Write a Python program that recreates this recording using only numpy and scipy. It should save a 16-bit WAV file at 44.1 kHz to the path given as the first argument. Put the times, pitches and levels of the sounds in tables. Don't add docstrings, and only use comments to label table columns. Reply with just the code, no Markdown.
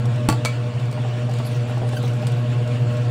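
import sys
import numpy as np
from scipy import signal
from scipy.fft import rfft, irfft
from scipy.io import wavfile

SR = 44100
rng = np.random.default_rng(int(sys.argv[2]) if len(sys.argv) > 2 else 0)


def magnitude_from_level(level_db):
    exponent = np.asarray(level_db, float) / 20
    return 10 ** exponent


def to_wav(s):
    ch = np.atleast_2d(s).T
    pcm = np.round(np.clip(ch, -1, 1) * 32767)
    wavfile.write(sys.argv[1], SR, pcm.astype(np.int16))


N = 136710

# pitch_hz, t60_s
ROOM_T60 = [(200, 0.27), (1000, 0.18), (4000, 0.25), (12000, .15)]
# pitch_hz, density_db (per Hz)
RUMBLE = [(20, -16), (60, -14), (90, -3), (170, 0.6), (400, -4.5), (800, -9), (1500, -14), (2200, -48)]
# pitch_hz, density_db (per Hz)
HISS = [(820, -28), (1400, -3), (2040, -4.5), (2620, -1), (3120, -4.5), (6150, -18), (7920, -17),
        (12600, -40), (15800, -38)]
# cycles_per_turn, level_db
HUM = [(26, -41), (27, -45), (28, -52), (29, -40), (30, -21), (31, -42), (32, -42), (33, -39), (34, -39),
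       (35, -46), (52, -55), (54, -56), (55, -43), (56, -53), (59, -49), (60, -42), (61, -47), (62, -51)]
# cycles_per_turn, level_db
BUZZ = [(89, -55), (90, -50), (91, -61), (118, -54), (120, -41), (123, -57), (149, -51), (151, -44),
        (152, -43), (154, -51), (178, -54), (179, -51), (180, -59), (210, -60), (212, -60), (239, -62),
        (241, -58), (269, -60), (270, -61), (271, -61), (272, -64), (298, -67), (301, -67), (331, -67)]
# pitch_hz, width_hz, level_db
HOUSING = [(106.9, 9.8, -41), (133.9, 23, -32.5), (232.7, 41, -42), (295.5, 40, -46.5), (480, 34, -46),
           (604.3, 60, -43.5), (864, 43, -58.5), (1082, 53, -53.5), (1310, 60, -60), (1642, 56, -57)]
# time_s, level_db
SHADE = [
    (0, 2),
    (.5, -1.9),
    (1.2, -1.4),
    (1.9, -0.64),
    (2.5, 1.05),
    (3.1, 1.5),
]
# time_s, level_db
RUB = [
    (0, -75),
    (1.26, -90),
    (1.32, -61),
    (1.55, -45.5),
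    (1.8, -64.5),
    (1.97, -42),
    (2.15, -59),
    (2.35, -66),
    (3.1, -62),
]
# pitch_hz, density_db (per Hz)
RUB_COLOUR = [(1500, -16), (4000, 6), (6000, 0), (8200, 2.5), (10500, -3), (13000, -12), (15300, -10),
              (16500, -15)]
# pitch_hz, density_db (per Hz)
CRACK_COLOUR = [(500, 12), (2000, -1.5), (4500, 2.5), (6000, -6), (8000, 0.1), (10500, -9.5), (13000, -16),
                (15500, -14)]
# start_s, peak_db, centre_hz
TICKS = [(0.0555, -34, 5630), (0.159, -39, 7910), (0.7562, -47, 6690), (0.797, -41, 5100),
         (0.855, -42, 5870), (0.913, -35, 8200), (0.9264, -36, 7800), (1.295, -38, 5460),
         (1.313, -37, 5890), (1.3369, -34.5, 6800), (1.3867, -34, 5500), (1.5644, -37, 6920),
         (1.7794, -38, 5830), (1.8896, -32.5, 7400), (1.926, -36, 7740), (2.0282, -34, 7920),
         (2.0784, -34, 5700), (2.1344, -39, 7640), (2.198, -47, 5080), (2.2693, -25, 8700),
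         (2.319, -35, 5380), (2.3715, -45, 5100), (2.6763, -36.5, 5320), (2.969, -38, 7600)]
# start_s, peak_db, pitch_hz
KNOCKS = [(0.344, -25, 610), (0.978, -22.5, 620), (1.049, -18.5, 602), (1.29, -20, 616), (1.401, -21, 910),
          (1.697, -22, 603), (1.773, -21.5, 647), (1.818, -16, 512), (1.834, -18, 608), (1.934, -19, 594),
          (2.039, -19.5, 600), (2.23, -20, 620)]
# start_s, length_s, pitch_hz, level_db
SQUEAKS = [
    (1.93, .012, 1700, -38),
    (1.966, 0.012, 1547, -28.5),
    (2.218, .02, 2540, -44),
]
# start_s, length_s, start_hz, end_hz, level_db
WHISTLES = [
    (2.21, .025, 11300, 12300, -60),
    (2.342, .012, 12300, 12000, -61),
    (2.365, .016, 12500, 12200, -62),
    (2.382, .04, 11600, 10800, -60),
]
# start_s, peak_db
SNAP_TICK = [
    (.4495, -13),
    (.4505, -16.5),
]
# start_s, peak_db
SNAP_RING = [
    (.4560, -18),
    (0.4581, -18),
    (.464, -32),
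]
# pitch_hz, level_db, t60_s
LID = [(1065, -3.5, 0.08), (1315, -2, 0.06), (1640, 0.1, 0.04), (2283, -4, 0.088), (3370, -12, 0.052),
       (4300, -5, 0.052), (6290, -12, .05), (8269, -20, 0.044)]
# start_s, peak_db
SLAPS = [
    (.2872, -13.5),
    (.2882, -9),
    (.299, -11.5),
    (.326, -18.5),
]
# pitch_hz, level_db, t60_s
BOX = [(178, -5.5, 0.1), (249, -2.5, 0.11), (306.6, 0.5, 0.086), (475.6, -4.5, 0.079), (680, -11, 0.098),
       (880, -9, 0.13), (1137, -6.5, 0.084), (1397, -5.5, 0.056), (1954, -22, 0.055), (2630, -11.5, 0.062),
       (3130, -17, 0.082), (4490, -15.5, 0.064)]


def at_hz(points, hz):
    table_hz, value = np.array(points).T
    return np.interp(np.log(hz), np.log(table_hz), value)


def in_time(rows):
    return np.interp(np.arange(N) / SR, *np.transpose(rows))


def rms_one(x):
    return x / np.sqrt(np.mean(x ** 2) + 1e-20)


def drift(rate_hz):
    hop = 40
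    pole = np.exp(-2 * np.pi * rate_hz * hop / SR)
    noise = rng.standard_normal(N // hop + 2002)
    slow = signal.lfilter([1], [1, -2 * pole, pole * pole], noise)[2000:]
    return np.interp(np.arange(N) / hop, np.arange(len(slow)), rms_one(slow))


def ring(force, pitch_hz, t60_s):
    radius = magnitude_from_level(-60 / (t60_s * SR))
    step = 2 * np.pi * pitch_hz / SR
    return signal.lfilter([0, np.sin(step)], [1, -2 * radius * np.cos(step), radius * radius], force + 1e-18)


def bands(x):
    edges = 20 * 2 ** np.arange(0, 9.9, 1 / 3)
    for low, high in zip(edges, edges[1:]):
        sos = signal.butter(2, [low, high], "band", fs=SR, output="sos")
        yield np.sqrt(low * high), signal.sosfilt(sos, x)


def colour(x, spectrum):
    hz = np.maximum(np.arange(N // 2 + 1) * SR / N, 1)
    inside = (hz > spectrum[0][0]) & (hz < spectrum[-1][0])
    return irfft(rfft(x) * magnitude_from_level(at_hz(spectrum, hz)) * inside, N)


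def room(x):
    t = np.arange(N) / SR
    noise = rng.standard_normal(N)
    tail = sum(band * magnitude_from_level(-60 * t / at_hz(ROOM_T60, hz)) for hz, band in bands(noise))
    half = SR // 2
    late = tail[:half] * (t[:half] > 0.003)
    return magnitude_from_level(-8.5) * 0.13 * signal.fftconvolve(x, late)[:N]


def turbulence(spectrum, shared_db, own_db):
    together = shared_db * drift(6.2)
    noise = colour(rng.standard_normal(N), spectrum)
    return rms_one(sum(band * magnitude_from_level(together + own_db * drift(13.8)) for _, band in bands(noise)))


def moving_air():
    rumble = magnitude_from_level(-37.5) * turbulence(RUMBLE, shared_db=0.56, own_db=1.5)
    hiss = magnitude_from_level(-42.5) * turbulence(HISS, shared_db=1.17, own_db=0.75)
    return rumble + hiss


def rotor_tones(table, trim_db, waver_db):
    turns_per_s = 4.0087
    angle = 2 * np.pi * turns_per_s * np.arange(N) / SR
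    out = np.zeros(N)
    for cycles, level_db in table:
        level = np.sqrt(2) * magnitude_from_level(level_db + trim_db + waver_db * drift(3.2))
        out += level * np.sin(cycles * angle + 2 * np.pi * rng.random())
    return out


def housing():
    out = np.zeros(N)
    for hz, width_hz, level_db in HOUSING:
        t60_s = np.log(1000) / np.pi / width_hz
        once = ring(rng.standard_normal(N), hz, t60_s)
        out += magnitude_from_level(level_db) * rms_one(ring(once, hz, t60_s))
    return out


def motor():
    hum = rotor_tones(HUM, trim_db=-0.17, waver_db=-0.27)
    buzz = rotor_tones(BUZZ, trim_db=-0.2, waver_db=1.5)
    return (hum + buzz + housing()) * magnitude_from_level(in_time(SHADE))


def impulses(rows, scatter_db=0):
    out = np.zeros(N)
    for start_s, peak_db in np.array(rows)[:, :2]:
        out[int(start_s * SR)] += magnitude_from_level(peak_db + scatter_db * rng.standard_normal())
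    return out


def crack(rows, level_db, t60_s):
    fall = signal.lfilter([1], [1, -magnitude_from_level(-60 / (t60_s * SR))], impulses(rows) + 1e-18)
    return magnitude_from_level(level_db) * fall * rms_one(colour(rng.standard_normal(N), CRACK_COLOUR))


def struck(rows, modes):
    out = np.zeros(N)
    for hz, level_db, t60_s in modes:
        out += magnitude_from_level(level_db) * ring(impulses(rows, scatter_db=4.0), hz, t60_s)
    return out * magnitude_from_level(-7.5)


def rubbing():
    return magnitude_from_level(in_time(RUB)) * turbulence(RUB_COLOUR, shared_db=3.0, own_db=7.0)


def ticks():
    out = crack(TICKS, level_db=-3, t60_s=0.035)
    for start_s, peak_db, hz in TICKS:
        out += ring(impulses([(start_s, peak_db - 8.0)]), hz, 0.013)
    return out


def knocks():
    out = np.zeros(N)
    for start_s, peak_db, hz in KNOCKS:
        blow = impulses([(start_s, peak_db - 8.5)])
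        out += sum(ring(blow, hz * ratio, 0.055) for ratio in (0.43, 0.72, 1, 1.25))
    return out


def squeaks():
    t = np.arange(N) / SR
    out = np.zeros(N)
    for start_s, length_s, hz, level_db in SQUEAKS:
        arch = np.sin(np.pi * np.clip((t - start_s) / length_s, 0, 1))
        tone = sum(magnitude_from_level(-5.0 * k) * np.sin(2 * np.pi * hz * (k + 1) * t) for k in range(4))
        out += magnitude_from_level(level_db) * arch * tone
    return out


def whistles():
    t = np.arange(N) / SR
    out = np.zeros(N)
    for start_s, length_s, start_hz, end_hz, level_db in WHISTLES:
        share = np.clip((t - start_s) / length_s, 0, 1)
        phase = 2 * np.pi * np.cumsum(start_hz + (end_hz - start_hz) * share) / SR
        out += magnitude_from_level(level_db) * np.sin(np.pi * share) * np.sin(phase)
    return out


def lid_snap():
    return struck(SNAP_RING, LID) + crack(SNAP_TICK + SNAP_RING, level_db=-4.5, t60_s=0.012)


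def slap():
    return struck(SLAPS, BOX) + crack(SLAPS, level_db=-4.5, t60_s=0.012)


def scene():
    fan = moving_air() + motor()
    handling = rubbing() + ticks() + knocks() + squeaks() + whistles()
    box = handling + lid_snap() + slap()
    return (fan + box + room(box))[None]


def top_cut(x):
    return signal.sosfilt(signal.butter(12, 15920, fs=SR, output="sos"), x)


def record(dry):
    return top_cut(dry)


dry = scene()
out = record(dry)
to_wav(out)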